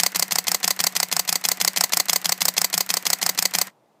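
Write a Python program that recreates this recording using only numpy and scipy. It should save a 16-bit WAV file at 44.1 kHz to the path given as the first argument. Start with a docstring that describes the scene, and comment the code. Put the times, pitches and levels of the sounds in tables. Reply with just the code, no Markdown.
"""A reflex camera with its lens off fires six frames a second, close by in a small quiet room.
In each frame a lever trips, the mirror slaps up, and the first and second shutter curtains snap across:
impacts that excite the resonances of each part, the last three also those of the hollow body. A geared
motor whirrs over a low drone as it cocks the mechanism again, with a small latch tick.
After 23 frames the burst stops and only the still air of the room is left."""
import sys
import numpy as np
from scipy import signal
from scipy.fft import rfft, irfft
from scipy.io import wavfile
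from scipy.ndimage import uniform_filter1d

SR = 44100
rng = np.random.default_rng(int(sys.argv[2]) if len(sys.argv) > 2 else 0)


def materialize(psi):
    """Save the field psi as 16-bit PCM at rate SR to the path in sys.argv[1].

    A 1-D psi becomes a single channel; in a 2-D psi each row is a channel.
    """
    bounded = np.clip(np.atleast_2d(psi).T, -1, 1)
    quanta = np.round(bounded * 32767).astype(np.int16)
    wavfile.write(sys.argv[1], SR, quanta)


N = 176400
RING_SAMPLES, CONTACT_SAMPLES, TOP_HZ = 8192, 4096, 15300
SCATTER_DB, MODE_DRIFT = 1.01, .011  # standard deviations of level and of relative tuning

# frames (lever trips [s], mirror lands [s], first curtain lands [s], second lands [s], level [dB])
FRAMES = [(-0.0142, -0, 0.032, 0.0624, -0.5), (0.147, 0.1586, 0.1932, 0.224, -0.5),
          (0.309, 0.3206, 0.3545, 0.3844, -1), (0.469, 0.4812, 0.5146, 0.545, -0.3),
          (0.63, 0.643, 0.6758, 0.7063, -1), (0.791, 0.8028, 0.8375, 0.8671, -0.6),
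          (0.9523, 0.9641, 0.9988, 1.0289, -1), (1.1144, 1.1258, 1.1638, 1.1937, -0.95),
          (1.277, 1.2907, 1.3245, 1.3553, -1.3), (1.4394, 1.4512, 1.4852, 1.5153, -0.4),
          (1.601, 1.6128, 1.6457, 1.6763, -0.5), (1.7609, 1.7727, 1.8071, 1.8374, 0.3),
          (1.9215, 1.934, 1.9687, 1.999, 1.45), (2.084, 2.0959, 2.1294, 2.1589, 0.5),
          (2.2448, 2.256, 2.2907, 2.3207, -1.2), (2.4062, 2.4173, 2.4518, 2.4824, 0.3),
          (2.5663, 2.579, 2.6138, 2.6436, 0.9), (2.7282, 2.74, 2.7759, 2.8061, -0.1),
          (2.891, 2.9028, 2.9379, 2.9688, -1.3), (3.0536, 3.066, 3.1, 3.1304, 0),
          (3.2143, 3.2277, 3.2611, 3.2917, -0.5), (3.376, 3.3885, 3.4228, 3.4532, -1),
          (3.5373, 3.5502, 3.5838, 3.6141, -0.2)]


def mirror(times):
    """Impact excitation: the mirror slaps up in a quick series of contacts, the last one brightest."""
    # contacts (delay [s], level [dB], treble tilt [dB], rise [s], hold [s], t60 [s])
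    contacts = [(-.0042, -23, -6, .0003, .0005, 0.018), (0, -7, -3.5, .0001, 0.00026, 0.0032),
                (.0014, -7, -8, .0001, 0.00015, 0.0054), (.002, -11, 4, 0.00052, .0005, 0.014),
                (.0088, -19.5, 20, 0.00072, 0.00086, 0.0091)]
    # spectral envelope (frequency [Hz], level [dB])
    colour = [(350, -12.5), (700, -3), (1500, -5.5), (3000, -1.5), (4500, 6), (8000, 4), (9800, -1),
              (13500, 1.5), (15000, -7)]
    # resonances (frequency [Hz], width [Hz], lift [dB])
    modes = [(1150, 90, 7), (2030, 250, 9.5), (2480, 300, 8.5), (3290, 280, 10), (4980, 300, 6),
             (6309, 500, 4.7)]
    return impacts(times, contacts, colour, modes)


def first_curtain(times):
    """Impact excitation: the opening curtain touches lightly, then lands and rings."""
    # contacts (delay [s], level [dB], treble tilt [dB], rise [s], hold [s], t60 [s])
    contacts = [(-.0048, -28.5, 0, 0.00067, .001, 0.02), (-.0004, -7.5, 0, 0.0028, 0.0011, .017)]
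    # spectral envelope (frequency [Hz], level [dB])
    colour = [(350, -26.5), (700, 2), (1500, -1), (3000, -7), (4500, -2.5), (8000, 6), (9800, -3.5),
              (13500, -2.5), (15000, -1.5)]
    # resonances (frequency [Hz], width [Hz], lift [dB])
    modes = [(1850, 350, 4.5), (4338, 300, 7.5), (4990, 350, 9.5), (5420, 300, 7)]
    return impacts(times, contacts, colour, modes)


def second_curtain(times):
    """Impact and free decay: the closing curtain snaps home and leaves a faint, longer ring."""
    # contacts (delay [s], level [dB], treble tilt [dB], rise [s], hold [s], t60 [s])
    contacts = [(-.0055, -30, -7, 0.0021, 0.00083, 0.026), (-.0007, -13.5, -4.5, 0.00071, 0.006, .012),
                (.0008, -9.5, 3.5, .0003, 0.00088, 0.011), (.007, -31.5, 5, 0.0012, 0.0031, 0.066)]
    # spectral envelope (frequency [Hz], level [dB])
    colour = [(350, -19.5), (700, -10.5), (1500, -16.5), (3000, -8.5), (4500, -6.5), (8000, -2),
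              (9800, -10.5), (13500, -5.5), (15000, -7.5)]
    # resonances (frequency [Hz], width [Hz], lift [dB])
    modes = [(2010, 180, 12), (3980, 250, 7), (4320, 220, 9.5), (4726, 220, 10), (6136, 130, 8),
             (6664, 130, 6.5), (7900, 130, 8.5), (14400, 400, 6.5)]
    return impacts(times, contacts, colour, modes)


def lever(times):
    """Impact excitation: one light contact sets the tripping lever ringing."""
    # contact (delay [s], level [dB], treble tilt [dB], rise [s], hold [s], t60 [s])
    contacts = [(-.0005, -18.5, 0, 0.00105, 0.0016, 0.024)]
    # spectral envelope (frequency [Hz], level [dB])
    colour = [(350, -9), (700, -6), (1500, -4.5), (3000, -7), (4500, 0.4), (8000, 0), (9800, -8.5),
              (13500, -4.5), (15000, -10)]
    # resonances (frequency [Hz], width [Hz], lift [dB])
    modes = [(689, 90, 8), (1044, 90, 8), (2002, 300, 7), (4231, 300, 8.7)]
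    return impacts(times, contacts, colour, modes)


def latch(times):
    """A brief contact has a broad spectrum: the latch ticks after the second curtain."""
    # contact (delay [s], level [dB], treble tilt [dB], rise [s], hold [s], t60 [s])
    contacts = [(0.0558, -27, 0.0064, 0.0013, 0.00022, 0.0084)]
    # spectral envelope (frequency [Hz], level [dB])
    colour = [(2000, -10.5), (8300, 0), (10000, -14), (13300, 2.5), (15000, -7)]
    return impacts(times, contacts, colour, [])


def impacts(times, contacts, colour, modes, repeat_share=.78, ring_share=.12):
    """Source and filter: a part repeats nearly the same contacts each frame; its modes ring on a little."""
    out = np.zeros(N)
    seatings = 1 + MODE_DRIFT * rng.standard_normal(len(times))  # the part never sits quite the same
    tunings = [resonance_gain([(hz * seating, width, db) for hz, width, db in modes], CONTACT_SAMPLES)
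               for seating in seatings]
    for delay, db, tilt_db, rise, hold, t60 in contacts:
        repeated = np.sqrt(repeat_share) * rng.standard_normal(CONTACT_SAMPLES)
        for start, frame, peaks in zip(times, FRAMES, tunings):
            grain = repeated + np.sqrt(1 - repeat_share) * rng.standard_normal(CONTACT_SAMPLES)
            rattle = undb(3 * flutter(CONTACT_SAMPLES, step_s=.0005))  # micro-impacts bunch at random
            grain = grain * rattle / np.sqrt(np.mean(rattle ** 2))
            force, hardness = rng.standard_normal(2)
            click = chatter(grain, peaks, tilt_db + 3 * hardness, rise, hold, t60)  # harder is brighter
            add(out, start + delay, undb(db + frame[-1] + SCATTER_DB * force) * click)
    return resonate(out, colour, [(hz, width, ring_share * db) for hz, width, db in modes])


def chatter(grain, peaks, tilt_db, rise_s, hold_s, t60_s, even_hz=276):
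    """Damped vibration: the micro-impacts of one contact build up, hold and decay exponentially."""
    t = np.arange(len(grain)) / SR
    onset = np.minimum(t / max(rise_s, 1 / SR), 1) ** 2
    envelope = onset * decay(np.maximum(t - rise_s - hold_s, 0), t60_s)
    spectrum = rfft(irfft(rfft(grain) * peaks) * envelope)
    bins = max(int(even_hz * len(t) / SR), 1)
    band_power = lambda a: uniform_filter1d(np.abs(a) ** 2, bins)
    evening = np.sqrt(band_power(peaks) / band_power(spectrum))  # evens out chance peaks and dips
    tilt = undb(tilt_db * np.minimum(np.fft.rfftfreq(len(t), 1 / SR) / TOP_HZ - .5, .5))
    click = irfft(spectrum * evening * tilt) * onset * (t < rise_s + hold_s + t60_s)
    return click * np.linalg.norm(envelope) / np.sqrt(np.mean(peaks[:len(peaks) // 2] ** 2))


def body(landings):
    """Modal superposition: knocked by mirror and curtains, the body gives a short, hollow ring."""
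    # low modes of the body (frequency [Hz], level [dB], t60 [s])
    modes = [(290, -39.5, 0.062), (396, -41, 0.006), (484, -27, 0.026), (584, -25.5, .025),
             (732, -23, 0.03), (1013, -21.5, 0.029)]
    # knocks of the mirror, first curtain and second curtain (delay [s], level [dB])
    kicks = [(0.0011, -9.5), (0.0018, -6), (0.0018, -0.5)]
    out, t = np.zeros(N), np.arange(RING_SAMPLES) / SR
    for times, (delay, kick_db) in zip(landings, kicks):
        for start, frame in zip(times, FRAMES):
            scatter = SCATTER_DB * rng.standard_normal(len(modes))
            seating = 1 + MODE_DRIFT * rng.standard_normal()
            knock = sum(undb(db + offset_db) * np.cos(2 * np.pi * hz * seating * t) * decay(t, t60)
                        for (hz, db, t60), offset_db in zip(modes, scatter))
            add(out, start + delay, undb(kick_db + frame[-1]) * knock)
    return out


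def motor(times, brake_s=.138, brake_hz=4530):
    """Amplitude-modulated noise: fine gears whirr under a changing load and turn dull on braking."""
    # gear noise through one frame (time after the lever [s], level [dB])
    levels = [(-.008, -46.5), (0.01, -30.5), (0.036, -39.5), (.066, -36), (.1, -43.5), (.13, -45.5),
              (0.138, -37), (0.144, -35.5), (0.151, -51), (0.167, -52)]
    # spectral envelope (frequency [Hz], level [dB])
    colour = [(100, 2.5), (400, -6), (900, -1), (2200, 1), (3500, -7.5), (8000, -8), (10000, -12),
              (15000, -11.5)]
    # resonances (frequency [Hz], width [Hz], lift [dB])
    modes = [(735, 60, 6), (1950, 290, 3)]
    out = np.zeros(N)
    when, db = np.array(levels).T
    t = np.arange(RING_SAMPLES) / SR + when[0]
    load = undb(np.interp(t, when, db)) * (t < when[-1])
    driven = (t > 0) & (t < brake_s)
    for start in times:
        rasp = load * undb(SCATTER_DB * rng.standard_normal()) * rng.standard_normal(len(t))
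        dull = signal.lfilter(*signal.butter(1, brake_hz, fs=SR), rasp)
        add(out, start + t[0], np.where(driven, rasp, dull))
    return resonate(out, colour, modes)


def drone(times, speed_scatter=.02, wobble_depth=.28):
    """Forced vibration: the body drones, sagging as the mirror moves, steadier as the springs are wound."""
    # drone through one frame (time after the lever [s], frequency [Hz], level [dB])
    course = [(.003, 199, -53.5), (0.021, 193, -36), (.036, 166.3, -42), (0.057, 170.7, -40.5),
              (0.078, 186, -46), (0.097, 181.6, -44.5), (.112, 187.4, -49.5), (0.162, 186, -53.5)]
    out = np.zeros(N)
    when, hz, db = np.array(course).T
    t = np.arange(when[0], when[-1], 1 / SR)
    swell = undb(np.interp(t, when, db)) * signal.windows.tukey(len(t), .1)
    for start in times:
        speed, force = rng.standard_normal(2)
        phase = 2 * np.pi * np.cumsum(np.interp(t, when, hz) * (1 + speed_scatter * speed)) / SR
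        wobble = sum(flutter(len(t), step_s=.016) * wave(phase) for wave in (np.sin, np.cos))
        add(out, start + t[0], undb(SCATTER_DB * force) * swell * (np.sin(phase) + wobble_depth * wobble))
    return out


def room(x, level_db=-23, t60_s=.13, delay_s=.0073):
    """Reverberation: faint, short reflections from nearby surfaces follow the direct sound."""
    t = np.arange(2 * RING_SAMPLES) / SR
    tail = rng.standard_normal(len(t)) * decay(t, t60_s) * (t > delay_s)
    return x + undb(level_db) * signal.fftconvolve(x, tail / np.linalg.norm(tail))[:N]


def air(level_db=-61.5):
    """Stationary noise: the still air of the room is a faint, low hush."""
    # spectral envelope (frequency [Hz], level [dB])
    colour = [(30, -23.5), (81, -29.5), (122, -1), (400, -1), (597, 0.5), (928, -3), (1650, -17),
              (15000, -32)]
    return undb(level_db) * resonate(rng.standard_normal(N), colour, low_hz=20)


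def resonate(x, colour, modes=(), low_hz=220):
    """Minimum-phase filter of unit power gain: a spectral envelope with resonances and a low cut."""
    hz = np.maximum(np.fft.rfftfreq(RING_SAMPLES, 1 / SR), 1)
    colour_hz, colour_db = np.array(colour, float).T
    gain = undb(np.interp(np.log(hz), np.log(colour_hz), colour_db)) * resonance_gain(modes, RING_SAMPLES)
    bass_loss = np.hypot(1, (low_hz / np.maximum(hz, 20)) ** 2)
    cepstrum = irfft(np.log(gain / bass_loss))
    cepstrum[1:RING_SAMPLES // 2] *= 2  # folding onto positive time makes the ring causal
    cepstrum[RING_SAMPLES // 2 + 1:] = 0
    ring = irfft(np.exp(rfft(cepstrum)))
    return signal.oaconvolve(x, ring / np.linalg.norm(ring))[:N]


def resonance_gain(modes, size):
    """Frequency response: each resonance adds a bell-shaped peak in decibels."""
    hz = np.fft.rfftfreq(size, 1 / SR)
    peaks_db = (db * np.exp(-2 * ((hz - centre) / width) ** 2) for centre, width, db in modes)
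    return undb(sum(peaks_db, np.zeros(len(hz))))


def flutter(size, step_s):
    """Random modulation of spread near 1 that changes course every step."""
    steps = np.arange(size) / SR / step_s
    knots = rng.standard_normal(int(steps[-1]) + 2)
    return np.interp(steps, np.arange(len(knots)), knots)


def decay(t, t60_s):
    """Exponential damping: 60 dB down after t60_s."""
    return np.exp(-np.log(1000) * t / t60_s)


def undb(db):
    """Decibels to amplitude ratio."""
    return 10 ** (np.asarray(db) / 20)


def add(out, start_s, sound):
    """Superposition: mix a sound in at its time."""
    i = int(round(start_s * SR))
    a, b = max(i, 0), min(i + len(sound), N)
    if b > a:
        out[a:b] += sound[a - i:b - i]


def scene():
    """Superposition: the parts of the camera and their reflections add to the still air."""
    trip, slap, first, second, _ = np.array(FRAMES).T
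    clicks = lever(trip) + mirror(slap) + first_curtain(first) + second_curtain(second) + latch(second)
    camera = clicks + body((slap, first, second)) + motor(trip) + drone(trip)
    return (air() + room(camera))[None]


def record(dry):
    """Soft saturation rounds the highest peaks; a steep low-pass cuts the top."""
    steep = signal.ellip(8, .2, 70, TOP_HZ, fs=SR, output="sos")
    return signal.sosfilt(steep, np.tanh(0.77 * dry) / 0.79)


dry = scene()
out = record(dry)
materialize(out)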